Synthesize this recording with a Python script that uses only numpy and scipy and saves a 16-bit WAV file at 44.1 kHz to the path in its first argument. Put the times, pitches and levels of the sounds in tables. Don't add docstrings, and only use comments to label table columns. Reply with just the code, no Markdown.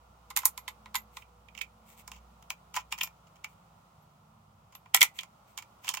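import sys
import numpy as np
from scipy import signal
from scipy.fft import rfft, irfft
from scipy.io import wavfile
from scipy.ndimage import uniform_filter1d

SR = 44100
rng = np.random.default_rng(int(sys.argv[2]) if len(sys.argv) > 2 else 0)


def transcribe(u):
    v = np.clip(np.atleast_2d(u).T, -1, 1)
    q = np.round(v * 32767).astype(np.int16)
    wavfile.write(sys.argv[1], SR, q)


N = 264600
CUTOFF_HZ = 16100
LEAD_S = .006

REGISTER_BORDERS = [1600, 4000, 9000]
# (frequency [Hz], width [Hz], level [dB])
CARTRIDGE_BODY = [(866, 65, 1), (1043, 58, 3), (1316, 170, -4.5), (1930, 180, -4), (2340, 130, 5),
                  (2690, 350, 1.5), (3070, 400, 2), (5230, 840, -5), (6886, 820, -3), (12300, 1200, -15),
                  (15600, 1300, -13.5)]
# (time [s], length [s], level [dB])
BRASS_SCRAPES = [(0.4, 0.099, -56), (1.559, 0.055, -65), (2.117, 0.082, -63.5), (2.735, 0.087, -50),
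                 (2.903, .053, -56.5), (2.965, .12, -52.5), (3.267, 0.019, -66.5), (3.353, 0.02, -64.5),
                 (4.719, 0.03, -66.5), (5.831, 0.081, -51.5)]


def revolver(level_db=-1.26):
    # (frequency [Hz], width [Hz], level [dB])
    body = [(851.5, 72, -3), (1043, 68, 0), (1277, 160, -8.5), (1965, 73, -2), (2185, 220, 0),
            (3200, 2200, -4.5), (5500, 1000, 1.5), (7020, 840, 5), (9620, 2600, -1.5), (13500, 2200, 0)]
    # (frequency [Hz], level [dB], t60 [s])
    modes = [(1055, -20, .14), (2024, -15, .095), (2363, -18, .1), (7052, -6, .085), (12550, 0, .12),
             (14460, -16, .09)]
    # (time [s], strength [dB], heft [dB], hardness [dB], slide [ms], ring [dB])
    blows = [(0.303, -48, 4, 1, 1.17, -12.5), (0.3076, -47.5, 4.5, -5, 2.03, -15.5),
             (0.364, -29, -4, 1.5, 0.38, -6), (0.3719, -28.5, -2, 2.5, 0.67, -6),
             (0.389, -40, -6.5, 2.5, 1.02, -22.5), (0.4315, -52.5, 15.5, -2.5, 1.1, -13),
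             (0.4549, -36.5, 7, 15.5, .12, -21), (0.5765, -40.5, -1, 0, 0.8, -2.5),
             (0.6788, -34, -5, -9, 0.61, -4), (0.6844, -44, -5, 0, .9, -9),
             (0.8586, -48, 1.5, -12.5, 0.17, -19), (0.9446, -36.5, 6, -3.5, 1.04, -1.5),
             (0.9537, -29, -2, -2, 0.62, 4), (0.9609, -34, -8, -4, 0.89, 1),
             (1.1688, -40, -1, -5.5, 1.23, -15)]
    out, bands = np.zeros((2, N)), registers(low_edge_hz=740)
    for s, db, heft_db, hardness_db, slide_ms, ring_db in blows:
        blow = contact(body, modes, db, heft_db, hardness_db, clack_hz=1980, slide_ms=slide_ms,
                       ring_db=ring_db, pan_db=-3, bands=bands, focus_db=-5.0, edge_db=0, edge_gain=1.61)
        add(out, s - LEAD_S - slide_ms / 1000, blow)
    return from_db(level_db) * out


def cartridges(level_db=-2.0, free_ring_db=-6, held_ring_db=-14, press_damping=0.78, dangling_s=(2.45, 3.1)):
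    # (frequency [Hz], level [dB], t60 [s])
    modes = [(2420, -18.5, .08), (5330, -12.5, 0.083), (12570, -14, .1), (12500, -8, .09),
             (15550, -11.5, .089)]
    # (time [s], strength [dB], heft [dB], hardness [dB], clack pitch [Hz])
    blows = [(1.2209, -47.5, -13, -18, 2340), (1.4847, -48, -27, -17, 2380), (1.549, -44.5, -18, -11, 2260),
             (1.5762, -38, -18, -9.5, 2570), (1.5882, -46, -5, -4, 2300), (1.6121, -25.5, -24, -20, 2360),
             (1.6156, -45.5, -17, 7, 2410), (2.0767, -53.5, 8, 10, 2230), (2.1162, -43.5, -1.5, -2, 2760),
             (2.4254, -60, 3.5, 2, 3030), (2.5023, -29.5, -9, -5, 2430), (2.7415, -40, -3, -3, 2700),
             (2.754, -44, -5, 3, 2500), (2.7633, -36.5, 8, 3.5, 2010), (2.7697, -31.5, 4.5, -6, 2770),
             (2.9231, -27.5, -6, -6, 2500), (2.9858, -42, -5, -1.5, 2020),
             (3.01, -22.5, -15.5, -15.5, 2900), (3.0331, -35.5, -5.5, 5.5, 2420),
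             (3.4428, -33, -9.5, -8.5, 2360), (4.7511, -48, -1.5, -2, 3000), (4.858, -56, 6, -13.5, 2320),
             (5.1879, -28, -23, -12, 3400), (5.2081, -45.5, -10, -2, 2620), (5.2318, -45, -1.5, -2, 2120),
             (5.5758, -38.5, -4.5, 1.5, 3320), (5.5856, -39.5, -6, -2.5, 2265), (5.6231, -48, -2, -3, 2240),
             (5.8788, -29, -12, -11, 2845), (5.8893, -30, -4, 5, 3050), (5.9389, -34.5, -2, 1.5, 2140),
             (5.948, -42, -6, 4.5, 3120), (5.9704, -34, -3.5, -4, 2700)]
    # (time [s], left minus right [dB])
    place = [(1.6, -11), (2.1, -3.5), (2.5, -0.5), (3.05, -1), (3.5, -1.5), (6, -4.5)]
    out, bands = np.zeros((2, N)), registers(low_edge_hz=600)
    for s, db, heft_db, hardness_db, clack_hz in blows + catches():
        slide_ms = from_db(-.15 * hardness_db)
        dangling = dangling_s[0] < s < dangling_s[1]
        ring_db = free_ring_db - press_damping * heft_db if dangling else held_ring_db
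        pan_db = np.interp(s, *np.transpose(place))
        blow = contact(CARTRIDGE_BODY, modes, db, heft_db, hardness_db, clack_hz, slide_ms, ring_db,
                       pan_db, bands, focus_db=5.5, edge_db=-3, edge_gain=1.17)
        add(out, s - LEAD_S - slide_ms / 1000, blow)
    return from_db(level_db) * out


def speedloader(level_db=1.0, slide_ms=.75):
    # (frequency [Hz], width [Hz], level [dB])
    body = [(580, 61, -18.5), (860, 86, 4.5), (1040, 160, 0), (1320, 170, -2), (1980, 78, 6.5),
            (2300, 210, 4), (3180, 430, 1.5), (5910, 910, -8), (7240, 910, -2.5), (9500, 7400, -9.5),
            (14200, 1200, 1.5)]
    # (frequency [Hz], level [dB], t60 [s])
    modes = [(2010, -20.5, .05), (1950, -18.5, 0.055), (2440, -18, .09), (7100, -5.5, 0.058),
             (14000, -13.5, 0.069), (14900, -6, .06)]
    # (time [s], strength [dB], heft [dB], hardness [dB])
    blows = [(4.9417, -27, -12.5, -12.5), (4.9456, -18.5, -6, 1), (4.9643, -39, -7, 7),
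             (4.9718, -29.5, -16.5, -9), (5.008, -30.5, -10.5, 2.5), (5.015, -11, -25, -8),
             (5.0284, -23.5, -5, 5)]
    out, bands = np.zeros((2, N)), registers(low_edge_hz=640)
    for s, db, heft_db, hardness_db in blows:
        blow = contact(body, modes, db, heft_db, hardness_db, clack_hz=2130, slide_ms=slide_ms,
                       ring_db=-14, pan_db=-1.7, bands=bands, focus_db=-3.5, edge_db=-1, edge_gain=1.7)
        add(out, s - LEAD_S - slide_ms / 1000, blow)
    return from_db(level_db) * out


def contact(body, modes, strength_db, heft_db, hardness_db, clack_hz, slide_ms, ring_db,
            pan_db, bands, focus_db, edge_db, edge_gain, hand_damping_db=-4.5):
    push = from_db(-15.5) * force(slide_ms=4.2)
    add(push, LEAD_S, force(slide_ms))
    rebound_s = 0.0054 * rng.uniform(.6, 1.4)
    add(push, LEAD_S + rebound_s, from_db(-18.5) * force(slide_ms))
    damped = damped_body(push, body)
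    damped = damped + from_db(focus_db) * resonate(damped, clack_hz, width_hz=380)
    levels_db = strength_db + np.array([heft_db, 0, hardness_db, edge_gain * hardness_db + edge_db])
    out = np.zeros((2, 8192))
    for band, db in zip(bands, levels_db):
        add(out, 0, from_db(db) * unit_energy(signal.sosfilt(band, damped)) * np.sqrt(.005 * SR))
    for hz, db, t60 in modes:
        held_db = hand_damping_db * (hz < REGISTER_BORDERS[1])
        drive_db = levels_db[np.searchsorted(REGISTER_BORDERS, hz)] + ring_db + held_db
        add(out, LEAD_S + slide_ms / 1000, from_db(drive_db + db) * ringing(hz, t60))
    return out * rms_one(balance(pan_db))


def force(slide_ms, chatter_db=-16, chatter_s=0.013, grit_db=5.0, apart_hz=2800):
    t = np.arange(2048) / SR
    progress = t * 1000 / (1.7 * max(slide_ms, .05))
    press = (progress * np.exp(1 - progress)) ** 2
    chatter = from_db(chatter_db) * (1 - np.exp(-progress ** 2)) * np.exp(-t / chatter_s) * np.sqrt(slide_ms)
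    grit = from_db(grit_db * np.repeat(rng.standard_normal(len(t) // 16), 16))
    mid, side = (press + chatter) * grit * rng.standard_normal((2, len(t)))
    return unit_energy(mid + cut(side, apart_hz, "high", order=1) * np.array([[1], [-1]]))


def damped_body(push, body, grip_shift=0.0097):
    shift = 1 + grip_shift * rng.standard_normal(len(body))
    return sum((-1) ** k * from_db(db) * np.sqrt(width) * unit_energy(resonate(push, hz * shift[k], width))
               for k, (hz, width, db) in enumerate(body))


def ringing(hz, t60, spread_db=3, detune=0.0046):
    t = np.arange(8192) / SR
    phase = rng.uniform(0, 2 * np.pi) + rng.normal(0, 0.69, (2, 1))
    gain = from_db(spread_db * rng.standard_normal())
    shift = 1 + detune * rng.standard_normal()
    attack = 1 - np.exp(-t / .001)
    return gain * np.sin(2 * np.pi * hz * shift * t + phase) * attack * decay(t, t60)


def tings():
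    # (time [s], level [dB])
    strikes = [(3.013, -39), (3.033, -36), (4.02, -71), (4.752, -53)]
    # (frequency [Hz], level [dB], t60 [s])
    modes = [(12800, 0, .07), (12800, -3.5, 0.1), (13190, 3, 0.066)]
    out = np.zeros((2, N))
    for s, db in strikes:
        add(out, s, sum(from_db(db + mode_db) * ringing(hz, t60) for hz, mode_db, t60 in modes))
    return out


def catches(gap_s=.03, above_scrape_db=5, heft_db=0, hardness_db=-2, clack_hz=2500):
    return [(s + (k + rng.uniform(0.16, 0.62)) * gap_s, db + above_scrape_db,
             heft_db, hardness_db, clack_hz * rng.uniform(.85, 1.15))
            for s, length, db in BRASS_SCRAPES for k in range(int(length / gap_s))]


def friction():
    # (time [s], length [s], level [dB])
    rubs = [(1.108, .14, -61.5), (1.849, 0.12, -59.5), (1.962, 0.068, -55), (3.453, 0.098, -68.5),
            (5.134, 0.091, -55), (5.462, 0.078, -66), (5.814, 0.1, -56)]
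    # (frequency [Hz], level [dB])
    rub_colour = [(900, -45), (2200, 4), (3300, -4), (5000, -9.5), (7800, -1), (10500, -11.5), (13000, -2),
                  (16000, -4.5)]
    out = np.zeros((2, N))
    for s, length, db in rubs:
        add(out, s, from_db(db) * slide(length, grain_db=2.5, colour=rub_colour))
    for s, length, db in BRASS_SCRAPES:
        brass = damped_body(slide(length, grain_db=4.0), CARTRIDGE_BODY)
        add(out, s, from_db(db) * rms_one(cut(brass, 700, "high")))
    return out


def slide(length_s, grain_db, colour=None):
    size = 2 * round(length_s * SR / 2)
    roughness = rms_one(uniform_filter1d(rng.standard_normal(16384), size=60))
    hiss = rms_one(from_db(grain_db * roughness) * stereo_noise(len(roughness), colour))
    return np.sqrt(np.hanning(size)) * hiss[:, :size]


def thud(hits, level_db=-19.5, band_hz=(315, 654)):
    power = uniform_filter1d(np.mean(hits ** 2, axis=0), size=128)
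    envelope = np.sqrt(np.maximum(power, 0))
    return from_db(level_db) * cut(envelope * stereo_noise(N), band_hz, "band", order=3)


def room(x, build_s=0.0013, late_db=-33, late_t60_s=.25):
    # (frequency [Hz], t60 [s])
    short_t60 = [(500, 0.061), (1200, 0.12), (3000, 0.089), (7000, 0.088), (15000, 0.066)]
    # (frequency [Hz], level [dB])
    reflected = [(500, -6.5), (1200, -6), (3000, -7), (7000, -10.5), (15000, -12)]
    t = np.arange(16384) / SR
    edges = np.geomspace(250, 17000, 8)
    build = 1 - np.exp(-(t / build_s) ** 2)
    response = 0
    for low, high in zip(edges, edges[1:]):
        hz = np.sqrt(low * high)
        envelope = build * (decay(t, at_hz(short_t60, hz)) + from_db(late_db) * decay(t, late_t60_s))
        tail = unit_energy(cut(stereo_noise(len(t)), [low, high], "band", order=3) * envelope)
        response = response + from_db(at_hz(reflected, hz)) * np.sqrt((high - low) / (SR / 2)) * tail
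    return signal.fftconvolve(x, response, axes=1)[:, :N]


def ventilation(air_gain_db=3.5, rumble_db=-64.5):
    # (frequency [Hz], level [dB])
    air_colour = [(150, -35), (230, -9.5), (260, -16.5), (420, -16.5), (660, -9), (850, -6), (1400, -9.5),
                  (1550, -23.5), (2150, -23), (3000, -23), (4200, -27.5), (7100, -29), (10900, -34.5),
                  (15800, -32)]
    # (time [s], level [dB])
    air_level = [(0.0, -66.5), (0.59, -64), (1.5, -67), (1.97, -65), (3.78, -66), (4.5, -68.5),
                 (5.75, -64.5)]
    # (frequency [Hz], level [dB])
    rumble_colour = [(25, -23.5), (42, -11.5), (58, -1.5), (75, -3), (100, 6.5), (125, 0.5), (160, 1),
                     (215, -1.5), (250, -35), (320, -21.5)]
    air = from_db(in_time(air_level) + air_gain_db) * stereo_noise(N, air_colour)
    rumble = from_db(rumble_db) * cut(stereo_noise(N, rumble_colour), 360, "low")
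    return air + rumble


def hum(hum_hz=59.6, gain_db=-0.5, waver=0.19):
    # (time [s], level [dB])
    hum_level = [(0.0, -68), (0.03, -63.5), (1.62, -63), (1.97, -70.5), (2.16, -55), (2.61, -71),
                 (2.86, -62), (3.61, -77.5), (6.0, -77.5)]
    # (frequency [Hz], level [dB], peak time [s], spread [s])
    tones = [(213, -64, .95, 0.14), (218, -69, 1.9, 0.35), (217, -69, 4.45, .2), (174, -69.5, 3.0, 1.4),
             (149, -69, 4.0, 0.73), (489, -75.5, 1.1, 1.1)]
    t = np.arange(N) / SR
    out = from_db(in_time(hum_level) + gain_db) * np.sqrt(2) * np.sin(2 * np.pi * hum_hz * t)
    for hz, db, peak_s, spread_s in tones:
        level_sway, phase_sway = waver * signal.resample(rng.standard_normal((2, 60)), N, axis=1)
        swell = np.exp(-((t - peak_s) / spread_s) ** 2 / 2) * (1 + level_sway)
        out = out + from_db(db) * swell * np.sqrt(2) * np.sin(2 * np.pi * hz * t + 2 * phase_sway)
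    return out


def stereo_noise(size, colour=None):
    # (frequency [Hz], correlation [0-1])
    likeness = [(60, 0.95), (150, 0.98), (300, 0.84), (900, 0.083), (2200, 0), (4000, 0), (16000, 0.073)]
    hz = np.arange(size // 2 + 1) * SR / size
    alike = np.clip(at_hz(likeness, hz), 0, 1)
    mid, side = rfft(rng.standard_normal((2, size)))
    both = np.sqrt(1 + alike) * mid + np.sqrt(1 - alike) * side * np.array([[1], [-1]])
    gain = 1 if colour is None else from_db(at_hz(colour, hz))
    return rms_one(irfft(both * gain, size))


def registers(low_edge_hz):
    edges = [low_edge_hz, *REGISTER_BORDERS, CUTOFF_HZ + 1500]
    return [signal.butter(4, band, "band", fs=SR, output="sos") for band in zip(edges, edges[1:])]


def resonate(x, hz, width_hz):
    r = np.exp(-np.pi * width_hz / SR)
    gain = (1 - r * r) / 2
    return signal.lfilter([gain, 0, -gain], [1, -2 * r * np.cos(2 * np.pi * hz / SR), r * r], x)


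def cut(x, hz, kind, order=2):
    return signal.sosfilt(signal.butter(order, hz, kind, fs=SR, output="sos"), x)


def add(out, s, sound):
    start = max(round(s * SR), 0)
    out[:, start:start + sound.shape[1]] += sound[:, :out.shape[1] - start]


def in_time(rows):
    return np.interp(np.arange(N) / SR, *np.transpose(rows))


def at_hz(points, hz):
    f, value = np.transpose(points)
    return np.interp(np.log(np.maximum(hz, 1)), np.log(f), value)


def decay(t, t60):
    return np.exp(-np.log(1000) * t / t60)


def balance(left_minus_right_db):
    return from_db(left_minus_right_db * np.array([[.5], [-.5]]))


def from_db(db):
    return 10 ** (np.asarray(db) / 20)


def rms_one(x):
    return x / np.sqrt(np.mean(x ** 2) + 1e-20)


def unit_energy(x):
    return x / np.sqrt(np.sum(x ** 2, axis=-1, keepdims=True) + 1e-20)


def scene():
    room_tone = (ventilation() + hum()) * balance(-1.5)
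    loading = speedloader() + cartridges()
    near = revolver() + loading + tings() + thud(loading) + friction()
    return near + room(near) + room_tone


def record(dry):
    rounded = 1.1 * np.tanh(dry / 1.1)
    return signal.sosfilt(signal.ellip(10, .2, 70, CUTOFF_HZ, fs=SR, output="sos"), rounded)


dry = scene()
out = record(dry)
transcribe(out)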